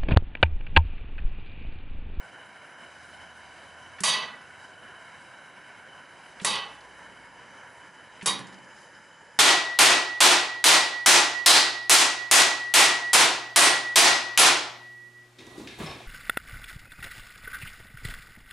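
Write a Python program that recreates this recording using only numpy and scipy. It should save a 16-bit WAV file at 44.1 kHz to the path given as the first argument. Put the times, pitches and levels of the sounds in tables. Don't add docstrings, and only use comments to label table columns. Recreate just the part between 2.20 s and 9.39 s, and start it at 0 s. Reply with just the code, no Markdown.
import sys
import numpy as np
from scipy import signal
from scipy.io import wavfile

SR = 44100
rng = np.random.default_rng(int(sys.argv[2]) if len(sys.argv) > 2 else 0)


def digitize_waveform(pressure):
    field = np.atleast_2d(pressure).T
    bounded = np.clip(field, -1, 1)
    quanta = np.round(bounded * 32767).astype(np.int16)
    wavfile.write(sys.argv[1], SR, quanta)


def voltage_ratio(decibels):
    exponent = np.asarray(decibels, float) / 20
    return 10 ** exponent


N = 317069


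def at_hz(points, hz):
    table_hz, level_db = np.transpose(points)
    return np.interp(np.log(hz), np.log(table_hz), level_db)


def in_time(rows, times):
    row_s, *columns = np.transpose(rows)
    return [np.interp(times, row_s, column) for column in columns]


def rms_one(x):
    return x / np.sqrt(np.mean(x ** 2) + 1e-20)


def drift(rate_hz):
    r = np.exp(-80 * np.pi * rate_hz / SR)
    noise = rng.standard_normal(N // 40 + 2002)
    slow = signal.lfilter([1], [1, -2 * r, r * r], noise)[2000:]
    return np.interp(np.arange(N) / 40, np.arange(len(slow)), rms_one(slow))


def resonate(x, hz, width_hz):
    r = np.exp(-np.pi * width_hz / SR)
    feedback = [1, -2 * r * np.cos(2 * np.pi * hz / SR), r * r]
    return signal.lfilter((1 - r * r) / 2 * np.array([1, 0, -1]), feedback, x)


def add(out, sound, start_s):
    i = int(start_s * SR)
    out[..., i:i + sound.shape[-1]] += sound[..., :N - i]


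# pitch_hz, level_db
FLAME_SIDE = [(60, -2.5), (140, -12), (350, -14.5), (830, -12.5), (2000, -24.5), (4810, -7.5), (11600, -9)]
# pitch_hz, left_minus_right_db
LEAN = [(60, -13.5), (140, -7), (350, -3.5), (830, 0), (2000, -1), (4810, -0.5), (11600, 1.5)]


def spread(mid_side, hz):
    side = voltage_ratio(at_hz(FLAME_SIDE, hz) - 2.5) * mid_side[1]
    pair = mid_side[0] + side * [[1], [-1]]
    return pair * voltage_ratio(at_hz(LEAN, hz) * np.array([[.5], [-.5]]))


# pitch_hz, level_db_per_hz
ROAR = [(18, -50), (30, -24), (129, -3.5), (432, -5), (1000, -3), (1220, -4.5), (1560, 1.5), (2560, -12.5),
        (3040, -13), (3440, -23), (3900, -11), (4200, -26.5), (11000, -21.5), (14300, -58), (22000, -120)]
# pitch_hz, width_hz, rod_in_db, rod_out_db
CAVITY = [(518, 87, -10, -3.5), (713, 110, -3, -26), (866, 66, -15, -2.5), (983, 84, -0.5, -4.5),
          (1500, 130, 4, -24), (1745, 120, -13, -1), (2196, 110, -4, -11.5), (2765, 97, -13, -20),
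          (3010, 79, -1.5, -3.5), (3893, 78, -13.5, -16.5), (4720, 210, -21, -19.5), (5114, 122, -21, -13),
          (5316, 28, -14.5, -25), (6000, 440, -24, -20), (6170, 17, -14, -9.5), (7040, 220, -27, -15.5),
          (7580, 300, -30, -29), (8100, 77, -28, -52), (9960, 210, -21, -54)]
# pitch_hz, width_hz, depth (0 to 1)
HOLLOWS = [(444, 32, 0.45), (1225, 45, 0.44), (3440, 210, 0.32), (6650, 440, 0), (9260, 520, 0.34)]
# time_s, level_db
FLAME = [
    (0, -48.5),
    (1.2, -48.5),
    (3.6, -49),
    (4.5, -48),
    (6.5, -48.5),
    (6.9, -51.5),
    (7.19, -51),
]
# centre_s, more_hiss_db, half_length_s
GUSTS = [
    (0.83, 4, 0.11),
    (1.25, 2.5, 0.82),
    (2.46, 3.5, .06),
    (2.992, 1.7, 0.3),
    (4.304, 2.7, 0.48),
    (6.615, 5, .06),
]
HISS_DB, HISS_FOLLOWS = -63, 0.6
ROD_STARTS_S, ROD_OUT_S, ROD_REST = 3.4, 6.75, 0.076


def furnace(roar_db=-3.5, flicker_db=0.76, patchy_db=1.5):
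    times = np.arange(N) / SR
    flame_db, = in_time(FLAME, times)
    hiss_db = HISS_DB + HISS_FOLLOWS * (flame_db - flame_db.mean())
    for centre_s, more_db, half_s in GUSTS:
        hiss_db = hiss_db + more_db * np.exp(-((times - centre_s) / half_s) ** 2)
    rod_out = np.interp(times, [ROD_STARTS_S, ROD_OUT_S], [ROD_REST, 1])
    white = rng.standard_normal((2, 2, N))
    surge_db = flicker_db * drift(14.4)

    low, high = np.zeros((2, N)), np.zeros((2, N))
    edges = 28 * 2 ** np.arange(0, 9, .4)
    for k, (bottom_hz, top_hz) in enumerate(zip(edges, edges[1:])):
        hz = np.sqrt(bottom_hz * top_hz)
        band_filter = signal.butter(2, [bottom_hz, top_hz], "band", fs=SR, output="sos")
        band = signal.sosfilt(band_filter, white[k % 2])
        level_db = at_hz(ROAR, hz) + roar_db + patchy_db * drift(7.7)
        add(high if hz > 3400 else low, voltage_ratio(level_db) * spread(band, hz), 0)

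    white = rng.standard_normal((2, N))
    for k, (hz, width_hz, in_db, out_db) in enumerate(CAVITY):
        once = resonate(white, hz, 1.75 * width_hz)
        band = resonate(once, hz, 1.75 * width_hz) * (-1) ** k
        level_db = in_db + rod_out * (out_db - in_db) + patchy_db * drift(2.2)
        add(high if hz > 3400 else low, voltage_ratio(level_db) * spread(band, hz), 0)

    flame = rms_one(low) * voltage_ratio(flame_db + surge_db) + rms_one(high) * voltage_ratio(hiss_db + surge_db)
    for hz, width_hz, depth in HOLLOWS:
        flame = flame - depth * resonate(flame, hz, width_hz)
    return flame


# time_s, pitch_hz, level_db
ENGINE = [
    [(.62, 78, -77), (.75, 77.7, -67.5), (1.3, 76.8, -67), (1.75, 85.3, -67), (2.4, 93.1, -76),
     (3, 92.8, -73.5), (3.25, 91.5, -87)],
    [(3.9, 66, -85), (4.1, 63.8, -77), (4.6, 62.7, -70), (5.2, 55.7, -73), (5.45, 57, -122)],
]


def engine():
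    out, times = np.zeros(N), np.arange(N) / SR
    for rows in ENGINE:
        hz, level_db = in_time(rows, times)
        on = (times > rows[0][0]) & (times < rows[-1][0])
        strength = np.sqrt(2) * voltage_ratio(level_db + 0.56 * drift(7.7))
        out += on * strength * np.sin(2 * np.pi * np.cumsum(hz) / SR)
    return out * voltage_ratio([[-6], [3.5]])


# start_s, peak_db, pitch_hz, t60_s
THUMPS = [
    (1.807, -33, 185, 0.15),
    (4.218, -32, 191, 0.085),
    (6.028, -34.5, 188, 0.14),
]
# start_s, level_db, centre_hz, width_hz, t60_s
SLAPS = [
    (1.8042, -26.5, 4000, 24000, .028),
    (4.198, -34.5, 1900, 1700, .05),
    (6.0105, -39.5, 2100, 1500, .045),
]
# start_s, level_db, centre_hz,
# width_hz, t60_s
TICKS = [(1.784, -41.5, 1610, 1210, 0.22), (1.81, -48, 6000, 16000, 0.5), (2.213, -60, 5070, 4060, 0.062),
         (4.212, -48, 2000, 5000, 0.19), (4.214, -47, 7000, 12000, 0.073), (4.229, -49, 6000, 8000, 0.3),
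         (4.56, -55, 3700, 2500, 0.031), (4.606, -50, 4150, 2970, .04), (6.019, -39.5, 1960, 1500, 0.096),
         (6.026, -43, 5000, 16000, 0.037), (6.032, -54, 6000, 12000, 0.47), (6.189, -46, 8550, 6000, 0.1),
         (6.268, -50.5, 4500, 8000, 0.099), (6.325, -54, 2980, 6000, .1), (6.342, -49.5, 3500, 5000, .04),
         (6.385, -57, 3500, 3980, .04), (6.443, -55, 4000, 6000, 0.05)]


def bow():
    out, t = np.zeros((2, N)), np.arange(SR // 3) / SR
    for start_s, peak_db, hz, t60_s in THUMPS:
        overtone = 0.38 * np.sin(2 * np.pi * 2.06 * hz * t) * voltage_ratio(-200 * t)
        thump = np.sin(2 * np.pi * hz * t) + overtone
        rise = 1 - np.exp(-t / .0015)
        add(out, voltage_ratio(peak_db - 60 * t / t60_s) * rise * thump * voltage_ratio([[-2.5], [2.2]]), start_s)
    for start_s, level_db, hz, width_hz, t60_s in SLAPS + TICKS:
        once = resonate(rng.standard_normal((2, len(t))), hz, width_hz)
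        mid, side = resonate(once, hz, width_hz)
        burst = rms_one(mid + .2 * side * [[1], [-1]])
        rise = 1 - np.exp(-t / .001)
        add(out, rise * voltage_ratio(level_db - 60 * t / t60_s) * burst, start_s)
    return out


# blow_db, share_of_chatter_held, loss_held_db_per_s, loss_after_db_per_s
DYING = [
    (-25, 0.18, 37.5, 53),
    (-4.5, 1.28, 48, 101),
    (0.36, 0.88, 30.5, 157),
    (-0.3, 0.29, 111.5, 238),
]
# boom_db, boom_dying_speed (1 is usual)
BACKING = [
    (-3.5, 0.91),
    (4.5, 1.68),
    (0, 0.76),
]
# start_s, kick_db
REBOUNDS = [
    (1.893, 3.5),
    (1.94, 0.5),
    (2.02, 4),
    (4.291, -1),
    (4.35, 6),
    (6.07, 7.5),
    (6.092, 1),
]
PINNING, KNEE_S = 0.057, 0.029
FLASH_DB, FLASH_S = [-0.5, 3.5, 7.5], 0.016
KNOCK_DB, KNOCK_S = [8, 8, 1], 0.0059


def shaking(shot, t):
    start_s, _, _, level_db, hold_s = STRIKES[shot]
    blow_db, share, held, after = np.array(DYING).T[..., None]
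    late_s = KNEE_S * np.logaddexp(0, (t - share * hold_s) / KNEE_S)
    lost_db = (1 + PINNING * shot) * (held * t + (after - held) * late_s)
    boom_db, boom_speed = BACKING[shot]
    lost_db[0] *= boom_speed
    groups_db = level_db + blow_db - lost_db
    groups_db[0] += boom_db
    groups_db[1] += KNOCK_DB[shot] * np.exp(-t / KNOCK_S)
    groups_db[3] += FLASH_DB[shot] * np.exp(-t / FLASH_S)
    for rebound_s, kick_db in REBOUNDS:
        since_s = np.clip(start_s + t - rebound_s, 0, 1)
        groups_db = groups_db + kick_db * (1 - np.exp(-since_s / .004)) * np.exp(-since_s / .016)
    return groups_db


# start_s, crack_peak_db, left_minus_right_db, shaking_db, chatter_s
STRIKES = [
    (1.836, -8.5, -3.5, -23, 0.15),
    (4.247, -9, -3, -25.5, 0.14),
    (6.059, -13, -3, -24, 0.036),
]
TRAY_HZ = [823, 909, 990, 1114, 1216, 1948, 1980, 2610, 2869, 2988, 3014, 3106, 3159, 3256, 3375, 3458,
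           3596, 3714, 3800, 3967, 4462, 4645, 4710, 5076, 5781, 5980, 6503, 8290, 8882, 10255]
# strike_one_db, strike_two_db, strike_three_db, gain_on_neighbours_db_per_s
TRAY = [(-29, -14.5, -29.5, 40), (-20, -10.5, -17, -3), (-14.5, -13, -14.5, -6), (-10.5, -7, -11.5, -20),
        (-17, -26, -22, -11), (-6, -10.5, -12.5, 6), (-10, -31, -17, 6.5), (-16.5, -13.5, -30, 37),
        (-29, -19, -19, 47), (-10.5, -11, -26, 30), (-24, -11.5, -23, 53), (-22, -14.5, -15.5, 18),
        (-18, -15, -15, 0), (-15, -38, -20, -3), (-40, -34, -21, 21), (-19, -16.5, -22, 24.5),
        (-23, -34, -23, 5), (-13, -13, -14, -18), (-15, -15.5, -8, -62), (-19, -35, -34, -15),
        (-21, -38, -24, -16), (-11, -15, -13.5, -35), (-12.5, -15.5, -17, -28), (-31, -31, -18, 4),
        (-15, -19, -12.5, 15), (-9.5, -16, -20, 32), (-8.5, -18, -20, 23), (-9, -13, -17, 7),
        (-46, -15, -28, -6), (-16, -27, -25, -12)]
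# pitch_hz, level_db_per_mode
THICKET = [(100, -9), (150, -5.5), (200, -2), (270, -7), (400, -18.5), (550, -25), (750, -25.5),
           (1050, -16.5), (1400, -25), (2300, -25), (3000, -26.5), (4500, -28), (5200, -26), (8000, -23),
           (11000, -19)]
# pitch_hz, level_db
TRAY_SIDE = [(100, -5), (400, -8.5), (1000, -17), (2500, -20), (11000, -14.5)]
SHAKE_S = 0.49
GROUP_EDGES_HZ = [90, 300, 500, 2100, 2600, 4300, 7500, 12000]


def tray(clicks_per_s=4500, spiky_db=2.5, sharp_hz=25.4, loose_hz=17.6, steady=0.71, bloom_s=0.013,
         crack_db=-11.5):
    out, lead = np.zeros((2, N)), SR // 10
    t = np.arange(int(SHAKE_S * SR)) / SR
    upper_hz = np.linspace(620, 10950, 210) + rng.uniform(-17.5, 26.7, 210)
    crowd_hz = np.concatenate([np.geomspace(120, 560, 14), upper_hz])
    for shot, (start_s, peak_db, pan_db, *_) in enumerate(STRIKES):
        edges_db = np.repeat(shaking(shot, t), 2, axis=0)
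        chance, size, sign = rng.random((3, 2, lead + SR // 2))[:, :, :lead + len(t)]
        clicks = (chance < clicks_per_s / SR) * voltage_ratio(-spiky_db * np.log(size + 0.00086)) * np.sign(sign - .5)

        bloom_db = 20 * np.log10(1.001 - np.exp(-t / bloom_s))
        modes = []
        for hz, row in zip(TRAY_HZ, TRAY):
            modes.append((hz, row[shot] + row[3] * (t - .1) + bloom_db, sharp_hz, steady))
        for hz, chance_db in zip(crowd_hz, 2.86 * rng.standard_normal(len(crowd_hz))):
            modes.append((hz, at_hz(THICKET, hz) + chance_db, loose_hz, 0))

        sound = np.zeros((2, len(t)))
        phases = rng.uniform(0, 2 * np.pi, len(modes))
        for k, (hz, mode_db, width_hz, free) in enumerate(modes):
            place = np.interp(np.log(hz), np.log(GROUP_EDGES_HZ), np.arange(8))
            below = min(int(place), 6)
            group_db = edges_db[below] + (place - below) * (edges_db[below + 1] - edges_db[below])
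            rung = resonate(clicks, hz, width_hz * (1 + hz / 6000))[:, lead:]
            rung = rung / np.std(rung[0]) * voltage_ratio([[0], [at_hz(TRAY_SIDE, hz)]]) / (1 + free)
            if free:
                rung[0] += free * np.sin(2 * np.pi * hz * t + phases[k])
            sound += (-1) ** k * voltage_ratio(mode_db + group_db) * rung
        fade = np.clip((t[-1] - t) / 0.064, 0, 1)
        mid, side = sound * voltage_ratio(4.5) * fade

        crack = rms_one(resonate(rng.standard_normal(SR)[:len(t)], 2800, 13500))
        mid = mid + voltage_ratio(peak_db + crack_db - 60 * t / 0.053) * crack
        pan = voltage_ratio((pan_db + 0.9) * np.array([[.5], [-.5]]))
        add(out, (mid + side * [[1], [-1]]) * pan, start_s)
    return signal.sosfilt(signal.butter(3, 100, "high", fs=SR, output="sos"), out)


def scene():
    return furnace() + engine() + bow() + tray()


def band_limit(x):
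    return signal.sosfilt(signal.butter(12, 12150, fs=SR, output="sos"), x)


def record(dry):
    rounded = .34 * np.tanh(dry / .34)
    steep = signal.ellip(12, .2, 41, 10980, fs=SR, output="sos")
    cut = signal.sosfilt(steep, rounded)
    return band_limit(cut)


dry = scene()
out = record(dry)
digitize_waveform(out)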